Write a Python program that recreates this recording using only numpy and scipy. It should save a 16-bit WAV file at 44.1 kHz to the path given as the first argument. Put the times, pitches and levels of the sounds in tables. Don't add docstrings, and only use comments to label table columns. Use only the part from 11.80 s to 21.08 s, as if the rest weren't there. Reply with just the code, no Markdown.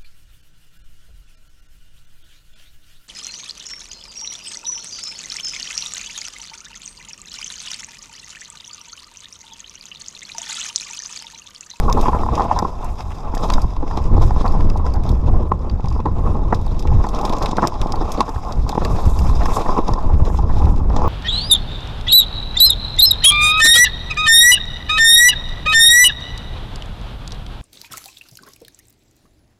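import sys
import numpy as np
from scipy import signal
from scipy.io import wavfile
from scipy.ndimage import uniform_filter1d

SR = 44100
rng = np.random.default_rng(int(sys.argv[2]) if len(sys.argv) > 2 else 0)


def to_wav(s):
    ch = np.atleast_2d(s).T
    pcm = np.round(np.clip(ch, -1, 1) * 32767)
    wavfile.write(sys.argv[1], SR, pcm.astype(np.int16))


N = 409248

# time in seconds, slow buffet in dB, faster eddies in dB.
WIND_CURVE = [(0.0, -9.5, -17.5), (0.45, -21, -24.5), (0.9, -27, -29), (1.29, -33, -33.5),
              (1.68, -13.5, -28), (1.83, -19, -24.5), (2.04, -19, -27), (2.43, -10, -11),
              (2.58, -11.5, -19.5), (3.52, -19, -15), (3.72, -27, -22), (4.44, -18, -18.5),
              (4.96, -20, -22), (5.17, -12.5, -12.5), (5.3, -16.5, -31.5), (5.84, -24.5, -34.5),
              (6.23, -16.5, -22), (6.28, -24, -32), (6.48, -25.5, -33.5), (7.49, -14, -18),
              (7.96, -17.5, -36), (8.06, -16, -37), (8.4, -13.5, -17.5), (8.76, -16, -18.5),
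              (9.28, -13.5, -17.5)]
# centre in seconds, level in dB,
# width in seconds (at least 0.01).
RUMBLE_SWELLS = [(0.138, -18, 0.032), (0.344, -18, 0.015), (0.518, -12.5, 0.032), (0.764, -20, 0.035),
                 (1.083, -20, 0.06), (1.291, -23.5, 0.092), (1.576, -35, 0.14), (1.767, -10.5, 0.037),
                 (1.85, -9, 0.016), (2.116, -28, 0.026), (2.34, -4, 0.032), (2.598, -29, 0.026),
                 (2.834, -12, 0.071), (3.551, -9.5, 0.077), (3.707, -22, 0.0081), (4.056, -7.5, 0.02),
                 (4.266, -17, 0.038), (4.661, -14, 0.026), (4.806, -21, 0.036), (5.16, -8, 0.025),
                 (5.341, -29, 0.02), (5.429, -31, 0.021), (5.653, -19, 0.056), (6.017, -14.5, 0.023),
                 (6.145, -24, 0.02), (6.569, -16, 0.011), (6.788, -13.5, 0.042), (6.86, -12.5, 0.024),
                 (7.132, -7, 0.027), (7.273, -4, 0.018), (7.506, -11, 0.16), (7.784, -26, 0.018),
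                 (8.118, -11, 0.026), (8.261, -6, 0.01), (8.346, -6, 0.025), (8.42, -1.5, 0.012),
                 (8.635, -10, 0.039), (8.782, -9.5, 0.09), (8.856, -8, 0.019), (8.982, -11, 0.07)]
# time in seconds, rattle of the case in dB, gravel crunch in dB,
# fine spray in dB, thud of the mount in dB relative to the rattle.
RIDE_CURVE = [(0.0, -28.5, -51, -58, -4), (0.15, -30.5, -47.5, -60, 7.5), (0.31, -26.5, -46, -55, -8),
              (0.4, -27.5, -50, -58, 1), (0.53, -31.5, -50.5, -59, 2), (0.65, -22.5, -62, -76, -4),
              (0.74, -32.5, -59, -71, -2), (0.85, -34, -48, -61, 4.5), (0.98, -40.5, -62, -64.5, -11),
              (1.15, -45, -58, -62, -4), (1.34, -38.5, -51.5, -64, -3), (1.52, -31, -54, -70, -4.5),
              (1.67, -31.5, -46.5, -52, 0.5), (1.74, -28, -45, -57, -9), (1.96, -42.5, -58.5, -73, -2),
              (2.25, -33.5, -57.5, -68, -0.5), (2.35, -34, -54, -70, 8), (2.46, -38, -48, -59, -9),
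              (2.54, -37.5, -54.5, -63, -4), (2.61, -30.5, -43.5, -60, -4), (2.89, -35, -56, -68, 4),
              (3.23, -41, -55, -76, -3), (3.57, -35.5, -57.5, -66, 6.5), (3.78, -40.5, -65, -75, 4),
              (3.93, -44, -76, -78, 1), (4.05, -46.5, -62, -70, -21), (4.22, -43.5, -58.5, -72, -2),
              (4.47, -32.5, -55, -63, 4.5), (5.01, -40.5, -53, -72, 2.5), (5.32, -33, -49, -62, 0.5),
              (5.45, -25, -47, -61, -1.5), (5.66, -34.5, -46, -68, 0.5), (5.84, -25.5, -44.5, -69, 4),
              (5.94, -35.5, -52.5, -68, -1.5), (6.07, -29, -50, -69, -1.5), (6.33, -34, -48.5, -57, -1.5),
              (6.38, -28.5, -46.5, -62, -6), (6.61, -38, -53.5, -62.5, -9), (6.69, -30, -51.5, -60, -2),
              (6.95, -53, -56, -70, 1), (7.11, -32, -47.5, -54.5, 0.5), (7.44, -32.5, -46, -50, -4.5),
              (7.66, -30.5, -43.5, -58, -4), (7.745, -32, -40, -44, -2.5), (7.88, -25.5, -44.5, -54.5, -2),
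              (8.27, -35.5, -54.5, -66.5, 1.5), (8.42, -36, -56, -65, 6.5), (8.58, -38.5, -49, -59, -3),
              (8.66, -38.5, -59, -72, 0), (8.75, -40, -53, -58, 0.5), (8.93, -35.5, -56, -62, 4),
              (9.05, -39.5, -59, -72, -3), (9.12, -37, -64, -71, 3), (9.28, -23, -48, -68, -2)]
# time in seconds, crunch level in dB, width in seconds (at least 0.01).
SKIDS = [(0.224, -43.5, 0.077), (0.617, -42.5, 0.1), (0.779, -47, 0.072), (1.05, -50.5, 0.089),
         (1.199, -48.5, 0.026), (1.648, -42.5, 0.021), (2.173, -49, 0.17), (2.432, -40, 0.017),
         (2.596, -53, 0.059), (3.072, -48, 0.025), (3.289, -49, 0.067), (3.479, -53, 0.016),
         (3.908, -58, 0.19), (4.132, -57, 0.089), (4.265, -57, 0.0087), (4.469, -49, 0.018),
         (4.74, -59, 0.027), (4.919, -47, 0.01), (5.531, -36.5, 0.0097), (5.647, -42, 0.045),
         (5.834, -43, 0.022), (6.214, -46.5, 0.02), (6.403, -60, 0.11), (6.91, -44.5, 0.056),
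         (7.061, -44, 0.082), (7.203, -45, 0.053), (7.772, -39, 0.023), (8.09, -41, 0.036),
         (8.475, -46, 0.03), (8.8, -50, 0.16), (9.17, -48, 0.088)]
# start in seconds, peak in dB, low share in dB relative to the peak,
# brightness in dB relative to the peak, T60 in seconds, favoured pitch in Hz.
TICK_EVENTS = [(0.0985, -24, -2, -14, 0.021, 4980), (0.1269, -8.5, -14.5, -17, 0.018, 4650),
               (0.1759, -30, -11, -10, 0.026, 3670), (0.212, -19.5, -17, -8, 0.028, 3810),
               (0.2834, -36, 11, -16, 0.026, 3590), (0.388, -43, 14, -15, 0.028, 5010),
               (0.4344, -52, -2, -18, 0.026, 3650), (0.553, -22.5, -17, -26, 0.056, 3680),
               (0.602, -32, -12, -26, 0.026, 3750), (0.62, -26, -16, -26, 0.026, 5040),
               (0.753, -46, -6, -10, 0.026, 3940), (0.7894, -11.5, -28, -18, 0.023, 4620),
               (0.8229, -33, -13, -20, 0.026, 3770), (0.9538, -42, -8, -20, 0.026, 4800),
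               (1.044, -36, -15, 2, 0.026, 6020), (1.1841, -37, 1, -19, 0.026, 4930),
               (1.206, -30, 0, -12, 0.039, 5140), (1.5499, -23, -14, -6, 0.027, 4830),
               (1.5773, -23, -8, -25, 0.022, 5260), (1.6276, -37, -11, -19, 0.026, 5050),
               (1.701, -16, -2.5, -25, 0.026, 3740), (1.7209, -30, -16, -7, 0.026, 4560),
               (1.737, -13, -11, -14, 0.029, 5170), (1.8177, -28, -24, -4, 0.031, 4990),
               (1.964, -35, 0, -25, 0.044, 3780), (2.078, -35, 2, -22, 0.026, 3900),
               (2.1107, -40, 7, -22, 0.026, 3700), (2.1725, -25.5, -3, -22, 0.06, 4600),
               (2.2403, -36, -16, -14, 0.024, 6670), (2.343, -41, -14, -26, 0.03, 4800),
               (2.376, -38, -14, -24, 0.04, 5200), (2.4187, -26, -15, -8, 0.035, 4930),
               (2.507, -32, -4, -20, 0.026, 5800), (2.6603, -30, 0, -18, 0.033, 3680),
               (2.6787, -24.5, -20, -18, 0.024, 4930), (2.722, -34, -12, -7, 0.029, 5160),
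               (2.8066, -34, 5, -20, 0.026, 3700), (2.8693, -45, 5, -17, 0.022, 3870),
               (2.8998, -24, -3, -26, 0.021, 5070), (2.9636, -41, -13, -12, 0.026, 3740),
               (2.973, -32, -15, -7, 0.032, 3800), (3.0654, -30.5, -10, -32, 0.023, 5190),
               (3.1017, -39, -16, -18, 0.026, 5450), (3.1377, -29, -12, -8, 0.026, 4920),
               (3.1591, -35, -5, -27, 0.026, 3460), (3.236, -35, -1, -6, 0.03, 3630),
               (3.291, -26.5, -21, -8, 0.034, 5910), (3.3164, -32, -21, -15, 0.026, 5330),
               (3.459, -47, -5, -23, 0.026, 5120), (3.4779, -37, -20, -23, 0.029, 3710),
               (3.719, -45, -2, 0, 0.019, 3490), (3.7914, -44, -10, -22, 0.026, 5000),
               (3.8967, -28.5, -3, -28, 0.027, 4970), (3.9134, -39, -14, -24, 0.026, 5120),
               (4.0058, -43, 4, -15, 0.03, 3300), (4.042, -41, 5, -25, 0.031, 3600),
               (4.0574, -35, -1, -19, 0.026, 3500), (4.085, -27, -24, -18, 0.03, 4980),
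               (4.103, -33, -23, -16, 0.026, 5270), (4.1263, -34, -12, -22, 0.028, 5120),
               (4.202, -39, 4, -25, 0.03, 3700), (4.2563, -34, 2, -34, 0.037, 3670),
               (4.385, -42, -4, -22, 0.026, 3700), (4.5669, -41, -13, -13, 0.026, 3730),
               (4.728, -33, -6, -23, 0.026, 3430), (4.745, -26.5, -9, -14, 0.064, 3710),
               (4.8131, -39, -15, -8, 0.026, 3700), (4.864, -37, -18, -2, 0.021, 3740),
               (4.993, -26.5, -21, -11, 0.069, 4840), (5.0246, -30.5, -6, -13, 0.029, 3470),
               (5.072, -35, 7.5, -31, 0.038, 5290), (5.24, -31, -6, -19, 0.026, 3320),
               (5.267, -31, -16, -24, 0.028, 4790), (5.288, -27, -16, -10, 0.041, 3850),
               (5.348, -22, -16, -19, 0.026, 4980), (5.3887, -25, -3, -17, 0.03, 3520),
               (5.4128, -25, -16, -11, 0.031, 4010), (5.4508, -17.5, -16, -15, 0.078, 3740),
               (5.4954, -20, -4, -12, 0.027, 3860), (5.525, -26, -13, -12, 0.026, 3710),
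               (5.567, -25.5, -18, -19, 0.024, 3680), (5.584, -25, -17, -15, 0.026, 4970),
               (5.6093, -36, -14, -19, 0.029, 5090), (5.6245, -22, -14, -11, 0.064, 4830),
               (5.659, -15.5, -4, -22, 0.026, 4740), (5.691, -28, -13, -19, 0.035, 5700),
               (5.7127, -21, -8, -19, 0.026, 3500), (5.769, -19.5, -6, -21, 0.026, 3570),
               (5.821, -29, -4, -23, 0.026, 3690), (5.8494, -38, -5, -18, 0.026, 5120),
               (5.8725, -10.5, -10, -13, 0.028, 4640), (5.941, -34, -7, -23, 0.026, 3550),
               (6.015, -17.5, -4, -16, 0.029, 3810), (6.07, -32, -11, -18, 0.032, 5030),
               (6.122, -14, -18, -20, 0.02, 3710), (6.157, -27.5, -20, -15, 0.036, 3760),
               (6.2501, -42, -14, -21, 0.026, 3920), (6.319, -19, -24, -7, 0.031, 4940),
               (6.3743, -29, -6, -20, 0.029, 4040), (6.406, -10, -5, -28, 0.023, 3750),
               (6.4801, -40, -11, -11, 0.026, 3850), (6.492, -30, -16, -7, 0.03, 3840),
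               (6.5586, -44, 9, -20, 0.026, 3700), (6.6497, -35, -13, -23, 0.026, 5050),
               (6.723, -20, -25, -18, 0.029, 5280), (6.8918, -17, -9, -10, 0.024, 3540),
               (6.9186, -26, -19, -25, 0.026, 3670), (6.949, -31, -2, -25, 0.041, 3610),
               (7.049, -18.5, -0.5, -12, 0.029, 5850), (7.2546, -30, -12, -4, 0.032, 3520),
               (7.3895, -25.5, 0, -7, 0.046, 4990), (7.4954, -29, -20, -24, 0.024, 3930),
               (7.635, -31, -9, -6, 0.026, 4870), (7.656, -22, -4, -11, 0.055, 5530),
               (7.7423, -38, -9, -2, 0.022, 3830), (7.7587, -35, -14, -17, 0.026, 5110),
               (7.818, -30, 1, -20, 0.026, 3560), (7.9797, -29, 2, -21, 0.056, 5090),
               (8.082, -22, -15, -28, 0.024, 3670), (8.136, -20.5, -14, -28, 0.018, 4760),
               (8.1872, -36, -11, -19, 0.026, 3630), (8.226, -40, -10, -22, 0.03, 5100),
               (8.34, -46, 11, -24, 0.03, 3700), (8.452, -25.5, -5, -22, 0.024, 3660),
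               (8.5869, -35, -19, -21, 0.026, 5080), (8.6922, -44, -4, -24, 0.026, 3700),
               (8.777, -40, -10, -20, 0.03, 5200), (8.818, -39, 6, -16, 0.03, 3700),
               (8.8542, -29.5, -2, -13, 0.037, 3600), (8.894, -39, 0, -20, 0.026, 3700),
               (8.9616, -38, -3, -10, 0.028, 5800), (8.98, -37, 0, -14, 0.026, 4800),
               (9.0986, -38, 5, -24, 0.026, 5250), (9.1634, -22, -22, -25, 0.061, 6580),
               (9.219, -32, -12, -21, 0.026, 5160)]
# time in seconds, peak in dB, favoured pitch in Hz,
# thud in dB relative to the peak, clatter in dB relative to the peak, contact chatter in seconds (at most 0.1).
KNOCK_EVENTS = [(0.081, -11, 1080, -7, -26, 0.06), (0.095, -8.5, 1010, -14, -27, 0.028),
                (0.112, -13, 1040, -10, -22, 0.031), (0.169, -11, 1050, -1, -20, 0.061),
                (0.179, -10, 1000, -13, -24, 0.02), (0.189, -17, 900, -10, -24, 0.015),
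                (0.237, -26, 1110.0, 0, -20, 0.043), (0.257, -9.5, 1040, -8, -22, 0.039),
                (0.269, -14, 1060, -19, -25, 0.023), (0.282, -8, 1000, -2.5, -31, 0.031),
                (0.33, -12.5, 980, -16, -12, 0.053), (0.347, -11.5, 990, -1, -14, 0.031),
                (0.362, -13.5, 1000, -1.5, -20, 0.03), (0.433, -11.5, 1010, -14, -13, 0.0091),
                (0.463, -13, 870.0, -17, -27, 0.0077), (0.487, -9.5, 1010, -17, -28, 0.014),
                (0.577, -9.5, 1000, -19, -18, 0.039), (0.595, -6.5, 880, -16, -19, 0.041),
                (0.606, -10.5, 1060, -9, -16, 0.039), (0.627, -19, 1060, -8, -20, 0.036),
                (0.656, -25, 850, -8, -23, 0.018), (0.712, -1.5, 865, -40, -19, 0.018),
                (0.761, -14, 970, -19, -15, 0.1), (0.788, -16, 1030, -12, -7, 0.036),
                (0.825, -8.5, 845, -2, -25, 0.016), (0.849, -9.5, 1050, -6, -26, 0.028),
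                (1.008, -25, 750, -4, -24, 0.02), (1.047, -34, 1000, -11, -13, 0.019),
                (1.205, -22, 830.0, -12, -21, 0.018), (1.538, -20, 840, -1, -12, 0.024),
                (1.57, -17.5, 710.0, -6, -7, 0.0074), (1.625, -36, 1040.0, 7, -23, 0.06),
                (1.702, -13.5, 1070.0, -29, -6, 0.0074), (1.781, -10.5, 930, -18, -10, 0.0082),
                (1.843, -19.5, 1010, -4, -30, 0.0074), (1.966, -19, 1010, -22, -29, 0.0097),
                (2.007, -29, 900, -2, -24, 0.015), (2.028, -18.5, 900, 3, -20, 0.033),
                (2.11, -21.5, 900, -9, -3, 0.016), (2.152, -20, 900, -11, -20, 0.015),
                (2.174, -13.5, 825, -1.5, -21, 0.015), (2.338, -18, 720.0, -12, -18, 0.011),
                (2.368, -15, 855, -4, -23, 0.015), (2.379, -15, 900, 5.5, -26, 0.017),
                (2.412, -17.5, 1080, 1.5, -21, 0.061), (2.508, -12, 835, -7, -13, 0.011),
                (2.562, -15.5, 1040, -8, -30, 0.0072), (2.61, -17.5, 1070, 4, -10, 0.01),
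                (2.643, -13.5, 800, -6, -20, 0.035), (2.651, -10.5, 920, -7.5, -13, 0.044),
                (2.727, -25, 1040, -6, -24, 0.045), (2.739, -19, 900, 1, -16, 0.017),
                (2.749, -13.5, 780, -3, -27, 0.009), (2.957, -16, 820, -5, -31, 0.035),
                (2.996, -20.5, 1040, -10, -25, 0.041), (3.042, -20.5, 990, -10, -22, 0.092),
                (3.065, -23, 1030, 0, -1, 0.024), (3.143, -21, 790, -6, -11, 0.12),
                (3.253, -21, 650, 0, -24, 0.015), (3.285, -31, 800, -4, -22, 0.015),
                (3.326, -25.5, 900, 10, -24, 0.014), (3.46, -35, 900, -3, -19, 0.02),
                (3.536, -27.5, 716, 10, -14, 0.072), (3.7183, -3, 1056, -8, -19, 0.0079),
                (3.997, -21.5, 800, 0, -15, 0.01), (4.046, -21.5, 796, -4, -23, 0.04),
                (4.115, -23, 1050.0, -17, -29, 0.009), (4.072, -22, 1000, -12, -20, 0.015),
                (4.162, -23, 1050, 0, -12, 0.012), (4.192, -21, 900, -11, -27, 0.02),
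                (4.2, -18.5, 1000.0, 2.5, -24, 0.027), (4.284, -24, 1000, 4, -15, 0.04),
                (4.472, -22, 1060, -6, -10, 0.018), (4.2556, -11.5, 905, -0.5, -14, 0.046),
                (4.463, -22, 1080.0, -4, -22, 0.022), (4.591, -22, 900, -4, -22, 0.015),
                (4.7225, -15, 850, -28, -25, 0.008), (4.7268, -4.5, 880, -4.5, -10.5, 0.004),
                (4.731, -14, 700, -5, -7, 0.017), (4.735, -19, 1100, -11, 0, 0.013),
                (4.867, -21.5, 825, -18, -34, 0.0083), (5.004, -25.5, 900, -3, -22, 0.015),
                (5.052, -18.5, 910, 1.5, -20, 0.029), (5.116, -19, 880, -6, -27, 0.044),
                (5.199, -20, 910, -9, -20, 0.043), (5.24, -16.5, 880, -2, -10, 0.042),
                (5.268, -13.5, 814, -11, -23, 0.0099), (5.431, -14, 990, -7, -26, 0.016),
                (5.451, -17, 1030, 0.5, -14, 0.009), (5.5, -19.5, 830.0, 7.5, -22, 0.021),
                (5.523, -25, 810.0, -3, -22, 0.032), (5.617, -15, 1070, -6, -9, 0.01),
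                (5.691, -16.5, 880.0, 1, -19, 0.014), (5.73, -14, 1020, -1, -23, 0.012),
                (5.66, -21, 900, -16, -20, 0.014), (5.76, -27, 1000, -4, -22, 0.012),
                (5.7834, -8, 780, -3, -2, 0.0054), (5.79, -10, 900, -18, -9, 0.019),
                (5.822, -12, 1000, -10, -18, 0.012), (5.828, -8, 1000, -6, -10, 0.022),
                (5.837, -15, 850, -15, 2.5, 0.017), (5.8499, -7.5, 1000, -5, -4, 0.0037),
                (5.921, -18.5, 1020.0, -20, -29, 0.0082), (6.059, -18.5, 710.0, 4, -26, 0.0095),
                (6.137, -13.5, 844, -8, -16, 0.035), (6.211, -18, 835, 3.5, -11, 0.042),
                (6.376, -24.5, 1000.0, 10, -20, 0.095), (6.4046, -1.5, 1015, -13, -28, 0.027),
                (6.479, -20.5, 1030, 2.5, -12, 0.067), (6.561, -23, 900, 0, -2, 0.013),
                (6.672, -27, 940, -11, -26, 0.031), (6.865, -20, 990, -11, -23, 0.009),
                (6.895, -17.5, 850.0, -19, -27, 0.015), (6.926, -14.5, 880, -16, -19, 0.04),
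                (6.953, -14.5, 900.0, -2.5, -28, 0.0055), (6.978, -6, 880, -1, -34, 0.0075),
                (7.012, -21, 1060, 5.5, -7, 0.074), (7.189, -33, 945, -2, -22, 0.02),
                (7.496, -18.5, 1010, -4, -11, 0.009), (7.539, -34, 950, 0, -22, 0.015),
                (7.606, -19.5, 740, 0.5, -6, 0.17), (7.657, -13.5, 1080.0, -12, -6, 0.02),
                (7.684, -18.5, 1070, 1, -22, 0.036), (7.718, -14, 850.0, -21, -27, 0.0082),
                (7.768, -9.5, 1054, -7, -26, 0.027), (7.784, -20, 850, 5, -26, 0.042),
                (7.86, -14.5, 900, -7, -11, 0.034), (7.89, -9, 915, -4.5, -14, 0.035),
                (7.916, -17, 1050, -13, -26, 0.026), (7.966, -13, 1000, -5, -30, 0.032),
                (7.975, -9.5, 1040, -4, -33, 0.022), (7.987, -12, 1060, 4.5, -28, 0.033),
                (8.078, -20, 1000, -11, -24, 0.042), (8.09, -9.5, 880, -1.5, -26, 0.017),
                (8.136, -18, 1000, -10, -9, 0.013), (8.176, -17, 920, -15, -19, 0.056),
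                (8.259, -28, 900, -7, -24, 0.015), (8.294, -19.5, 900, 1, -22, 0.042),
                (8.411, -30, 900, 4, -22, 0.017), (8.5, -19, 900, -3, -15, 0.015),
                (8.545, -20, 950, -10, -20, 0.015), (8.587, -15.5, 900, -3, -24, 0.045),
                (8.693, -19, 800, -2, -12, 0.058), (8.805, -20.5, 880, -1, -21, 0.14),
                (8.868, -17, 895, 1, -15, 0.045), (9.038, -36, 900, -1, -31, 0.015),
                (9.103, -17.5, 844, 0, -15, 0.025), (9.163, -12.5, 885, -7, -14, 0.012),
                (9.194, -24, 1000, 7, -21, 0.0072), (9.218, -10, 880, -8, -41, 0.0071),
                (9.246, -14, 960, 0, -26, 0.017)]
# mode in Hz, level in dB, T60 in seconds.
CASE_MODES = [(602, -3, 0.025), (712, 4, 0.023), (840.6, 4, 0.026), (1009, 9, 0.021), (1070.7, 10, 0.016),
              (1311, 0.5, 0.0097)]
# mode in Hz, level in dB, T60 in seconds.
MOUNT_MODES = [(207, -2.5, 0.022), (326.6, -8, 0.038), (467.4, -5.5, 0.02)]
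# mode in Hz, level in dB, T60 in seconds.
CLIP_MODES = [(1280, 3, 0.011), (1840, -3, 0.017), (2110, -4, 0.0048)]
# centre in Hz, width in Hz, level in dB.
LEAK_LOW_PEAKS = [(1510, 730, 1.5), (2810, 455, 10.5)]
# centre in Hz, width in Hz, level in dB.
LEAK_MIDDLE_PEAKS = [(3680, 780, 5), (4600, 320, 5), (5000, 830, 6.5), (7180, 1600, -6)]
# centre in Hz, width in Hz, level in dB.
LEAK_TOP_PEAKS = [(7070, 2500, 30.5), (9900, 1000, -39), (11300, 2000, 22)]
# centre in Hz, width in Hz, level in dB.
GRIT_PEAKS = [(2630, 100, 4), (3710, 240, 4), (5100, 280, -0.5)]
# centre in Hz, width in Hz, depth from 0 to 1.
PORT_DIPS = [(2895, 610, 0.75), (4250, 520, 0.2), (7640, 200, 0.24)]

RUMBLE_BAND_HZ = [8.6, 40.6]
EVENED_SHARE = 0.47
WALL_LIMIT = 0.8
FLUTTER_DB, FLUTTER_LOW_HZ, FLUTTER_HIGH_HZ = -22.5, 106, 306
EVEN_HISS_DB = -8.5
GRIT_RING_DB, GRIT_PER_S = -8, 420
SPRAY_TOP_HZ = 12800
SKID_RISE, SKID_FALL, SKID_LEAD = 0.72, 1.35, 0.21
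SKID_RATTLE_DB, SKID_SPRAY_DB = 15.5, -17.5
HUM_DB, HUM_YIELD_DB_PER_DB = -8, 0.57
ROLL_DB, ROLL_BAND_HZ = -12, [310, 880]
MOUNT_WANDER_DB = 1
TICK_COLOUR_DB = 5.5
TICK_FOCUS_DB_PER_OCTAVE = 12
TICK_STRIKE = 1.75
FOCUS_DB_PER_OCTAVE = 20.5
STRIKE, CLEAN_S, CLEAN_POWER = 1.6, 0.035, 1.2
BUILD_S = 0.0015
CRACK_DB, CRACK_FADE_S = -2.5, 0.0052
CRACK_BAND_HZ = [350, 1380]
CLIP_LEVEL, CUTOFF_HZ = 0.92, 15600


def from_db(db):
    return 10 ** (np.asarray(db) / 20)


def rms_one(x):
    return x / np.sqrt(np.mean(x ** 2) + 1e-20)


def every_sample(slow):
    return np.interp(np.arange(N) / 40, np.arange(len(slow)), slow)


def in_time(rows):
    s, *columns = np.transpose(rows)
    return [np.interp(np.arange(N) / SR, s, column) for column in columns]


def drift(rate_hz):
    r = np.exp(-80 * np.pi * rate_hz / SR)
    slow = signal.lfilter([1], [1, -2 * r, r * r], rng.standard_normal(N // 40 + 2002))
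    return every_sample(rms_one(slow[2000:]))


def swells(rows, rise=1, fall=1, lead=0):
    s, level_db, width_s = np.transpose(rows)[:, :, None]
    width_s = np.clip(width_s, .01, .3)
    t = np.arange(0, N + 40, 40) / SR - s + lead * width_s
    side_s = width_s * np.where(t < 0, rise, fall)
    bells = from_db(level_db) * 2 ** (-2 * (t / side_s) ** 2)
    return every_sample(bells.sum(axis=0))


def butter(x, hz, kind, order=2):
    return signal.sosfilt(signal.butter(order, hz, kind, fs=SR, output="sos"), x)


def ring(x, modes):
    out = 0
    for k, (hz, level_db, t60_s) in enumerate(modes):
        r, w = from_db(-60 / (t60_s * SR)), 2 * np.pi * hz / SR
        mode = signal.lfilter([0, np.sin(w)], [1, -2 * r * np.cos(w), r * r], x + 1e-18)
        out = out + (-1) ** k * from_db(level_db) * mode
    return out


def resonate(x, peaks):
    out = 0
    for k, (hz, width_hz, level_db) in enumerate(peaks):
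        r = np.exp(-np.pi * width_hz / SR)
        b = (1 - r * r) / 2 * np.array([1, 0, -1])
        a = [1, -2 * r * np.cos(2 * np.pi * hz / SR), r * r]
        out = out + (-1) ** k * from_db(level_db) * signal.lfilter(b, a, x + 1e-18)
    return out


def grains(per_s, spread_db):
    sizes = from_db(spread_db * np.minimum(rng.exponential(1, N), 4)) * rng.choice([-1, 1], N)
    return sizes * (rng.random(N) < per_s / SR)


def bursts(starts_s, gains, t60_s, body, rise_s, hold, strike=0, strike_samples=12, size=4000):
    t = np.arange(size) / SR
    fall = from_db(-60 * (t / np.clip(t60_s, .001, .1)[:, None]) ** hold)
    contact = rng.standard_normal((len(starts_s), size)) * (1 - np.exp(-t / rise_s)) * fall
    contact[:, :strike_samples] += np.reshape(strike, (-1, 1))
    out = np.zeros(N + size)
    for s, gain, shape in zip(starts_s, gains, body(contact)):
        at = round(s * SR)
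        out[at:at + size] += gain * shape / np.abs(shape).max()
    return out[:N]


def evened(x, size):
    power = uniform_filter1d(x ** 2, size=size)
    return rms_one(x / (power + 1e-12) ** (EVENED_SHARE / 2))


def wind():
    buffet_db, eddy_db = in_time(WIND_CURVE)
    white = rng.standard_normal((2, N + SR))
    slow = butter(butter(white[0], [8, 38], "band", order=1), 31.0, "low")[SR:]
    slow = evened(slow, size=11000)
    eddies = butter(butter(white[1], [40, 85], "band", order=1), 104, "low", order=1)[SR:]
    eddies = butter(eddies, 1200, "low") * from_db(2.0 * drift(9.8))
    eddies = evened(eddies, size=9000)
    return from_db(buffet_db) * slow + from_db(eddy_db) * eddies


def rumble_swells():
    churn = butter(rng.standard_normal(N + SR), RUMBLE_BAND_HZ, "band", order=1)[SR:]
    churn = butter(churn, 100, "low")
    churn = churn / np.sqrt(uniform_filter1d(churn ** 2, size=1500) + 1e-12)
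    return swells(RUMBLE_SWELLS) * churn


def buffeting():
    push = wind() + rumble_swells()
    push = push / (1 + np.abs(push / WALL_LIMIT) ** 4) ** .25
    flutter = butter(rng.standard_normal(N), FLUTTER_LOW_HZ, "high")
    flutter = rms_one(butter(flutter, FLUTTER_HIGH_HZ, "low"))
    pressure = uniform_filter1d(np.abs(push), size=200)
    return push + from_db(FLUTTER_DB) * pressure * flutter


def leak(x, strengths):
    pairs = enumerate(zip(LEAK_MIDDLE_PEAKS, strengths))
    return sum((-1) ** k * g * resonate(x, [peak]) for k, (peak, g) in pairs)


def crunch(crunch_db, spray_db, shake):
    grit = grains(3500 * from_db(3.3 * drift(18)), spread_db=3.5)
    grit = rms_one(grit * from_db(1.9 * drift(34) + 1.6 * shake))
    grit = grit + from_db(EVEN_HISS_DB) * rng.standard_normal(N)
    coarse = rms_one(resonate(grit, LEAK_LOW_PEAKS)) * from_db(-1.5 + 2.9 * drift(21))
    strengths = [from_db(2.4 * drift(15)) for peak in LEAK_MIDDLE_PEAKS]
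    middle = rms_one(butter(leak(grit, strengths), 5100, "low"))
    crackle = 0
    for peak in GRIT_PEAKS:
        clicks = grains(GRIT_PER_S, spread_db=4.5)
        crackle = crackle + resonate(clicks, [peak]) * from_db(3.0 * drift(6.0))
    crackle = rms_one(crackle) * from_db(GRIT_RING_DB)
    spray = resonate(grains(14000, spread_db=4.5), LEAK_TOP_PEAKS)
    spray = rms_one(butter(spray, SPRAY_TOP_HZ, "low", order=6))
    spray = spray * from_db(2.9 * drift(25) + 1.0 * drift(2.9))
    return from_db(crunch_db) * (coarse + middle + crackle) + from_db(spray_db) * spray


def ticks():
    s, peak_db, low_db, bright_db, t60_s, pitch_hz = np.transpose(TICK_EVENTS)
    away_octaves = np.abs(np.log2(np.array(LEAK_MIDDLE_PEAKS)[:, :1] / pitch_hz))
    colour_db = TICK_COLOUR_DB * rng.standard_normal(away_octaves.shape)
    strengths = from_db(colour_db - TICK_FOCUS_DB_PER_OCTAVE * away_octaves)[:, :, None]
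    middle = bursts(s, from_db(peak_db), t60_s, lambda x: butter(leak(x, strengths), 9000, "low"),
                    rise_s=0.000095, hold=0.69, strike=TICK_STRIKE, strike_samples=2, size=2200)
    low = bursts(s, from_db(peak_db + low_db), t60_s, lambda x: resonate(x, LEAK_LOW_PEAKS),
                 rise_s=0.00012, hold=1.0, size=2200)
    top = bursts(s, from_db(peak_db + bright_db), 1.5 * t60_s, lambda x: resonate(x, LEAK_TOP_PEAKS),
                 rise_s=0.00072, hold=0.64, size=2200)
    return middle + low + top


def case_ring(x, strengths):
    pairs = enumerate(zip(CASE_MODES, strengths))
    modes = sum((-1) ** k * ring(x * g, [mode]) for k, (mode, g) in pairs)
    return butter(modes, 1600, "low", order=4)


def mount_ring(x):
    return butter(ring(x, MOUNT_MODES), 1380, "low")


def clip_ring(x):
    return butter(ring(x, CLIP_MODES), 1750, "low", order=3)


def rattle(case_db, mount_db, shake):
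    jolts = grains(1500 * from_db(1.5 * shake), spread_db=2.5) * from_db(2.54 * shake)
    hum = from_db(HUM_DB - HUM_YIELD_DB_PER_DB * (case_db - case_db.mean()))
    jolts = (rms_one(jolts) + hum * rng.standard_normal(N)) / np.sqrt(1 + hum ** 2)
    strengths = [from_db(1.4 * drift(38)) for mode in CASE_MODES]
    case = rms_one(case_ring(jolts, strengths))
    airborne = from_db(-22.5) * rms_one(resonate(jolts, LEAK_LOW_PEAKS))
    roll = rms_one(butter(rng.standard_normal(N), ROLL_BAND_HZ, "band"))
    roll = from_db(ROLL_DB + 4.1 * drift(15)) * roll
    mount = rms_one(mount_ring(jolts))
    return from_db(case_db) * (case + airborne + roll) + from_db(mount_db) * mount


def knocks():
    s, peak_db, pitch_hz, thud_db, clatter_db, chatter_s = np.transpose(KNOCK_EVENTS)
    s = s - BUILD_S
    strengths = [from_db(-FOCUS_DB_PER_OCTAVE * np.abs(np.log2(hz / pitch_hz)))[:, None]
                 for hz, level_db, t60_s in CASE_MODES]
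    bounded_s = np.clip(chatter_s, .002, .1)
    rise_s, hold = 0.018 * bounded_s[:, None], 1.9
    strike = STRIKE * (CLEAN_S / bounded_s) ** CLEAN_POWER
    case = bursts(s, from_db(peak_db), chatter_s, lambda x: case_ring(x, strengths), rise_s, hold, strike)
    thud = bursts(s, from_db(peak_db + thud_db), chatter_s, mount_ring, rise_s, hold, strike)
    crack_gain = from_db(peak_db + CRACK_DB) * np.exp(-chatter_s / CRACK_FADE_S)
    crack = bursts(s + BUILD_S / 2, crack_gain, chatter_s / 2, lambda x: butter(x, CRACK_BAND_HZ, "band"),
                   rise_s, hold, strike, size=1000)
    clatter = bursts(s, from_db(peak_db + clatter_db), chatter_s, clip_ring, rise_s, hold)
    return case + thud + crack + clatter


def scene():
    skid = swells(SKIDS, SKID_RISE, SKID_FALL, SKID_LEAD)
    *ride_db, thud_db = in_time(RIDE_CURVE)
    case_db, crunch_db, spray_db = [
        10 * np.log10(from_db(db) ** 2 + (from_db(add_db) * skid) ** 2)
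        for db, add_db in zip(ride_db, [SKID_RATTLE_DB, 0, SKID_SPRAY_DB])]
    shake = drift(28)
    mount_db = case_db + thud_db + MOUNT_WANDER_DB * drift(7.8)
    ride = crunch(crunch_db, spray_db, shake) + rattle(case_db, mount_db, shake)
    return (buffeting() + ride + ticks() + knocks())[None]


def record(dry):
    for hz, width_hz, depth in PORT_DIPS:
        dry = dry - np.clip(depth, 0, 1) * resonate(dry, [(hz, width_hz, 0)])
    rounded = dry / (1 + np.abs(dry / CLIP_LEVEL) ** 10) ** .1
    return signal.sosfilt(signal.cheby2(20, 70, CUTOFF_HZ, fs=SR, output="sos"), rounded)


dry = scene()
out = record(dry)
to_wav(out)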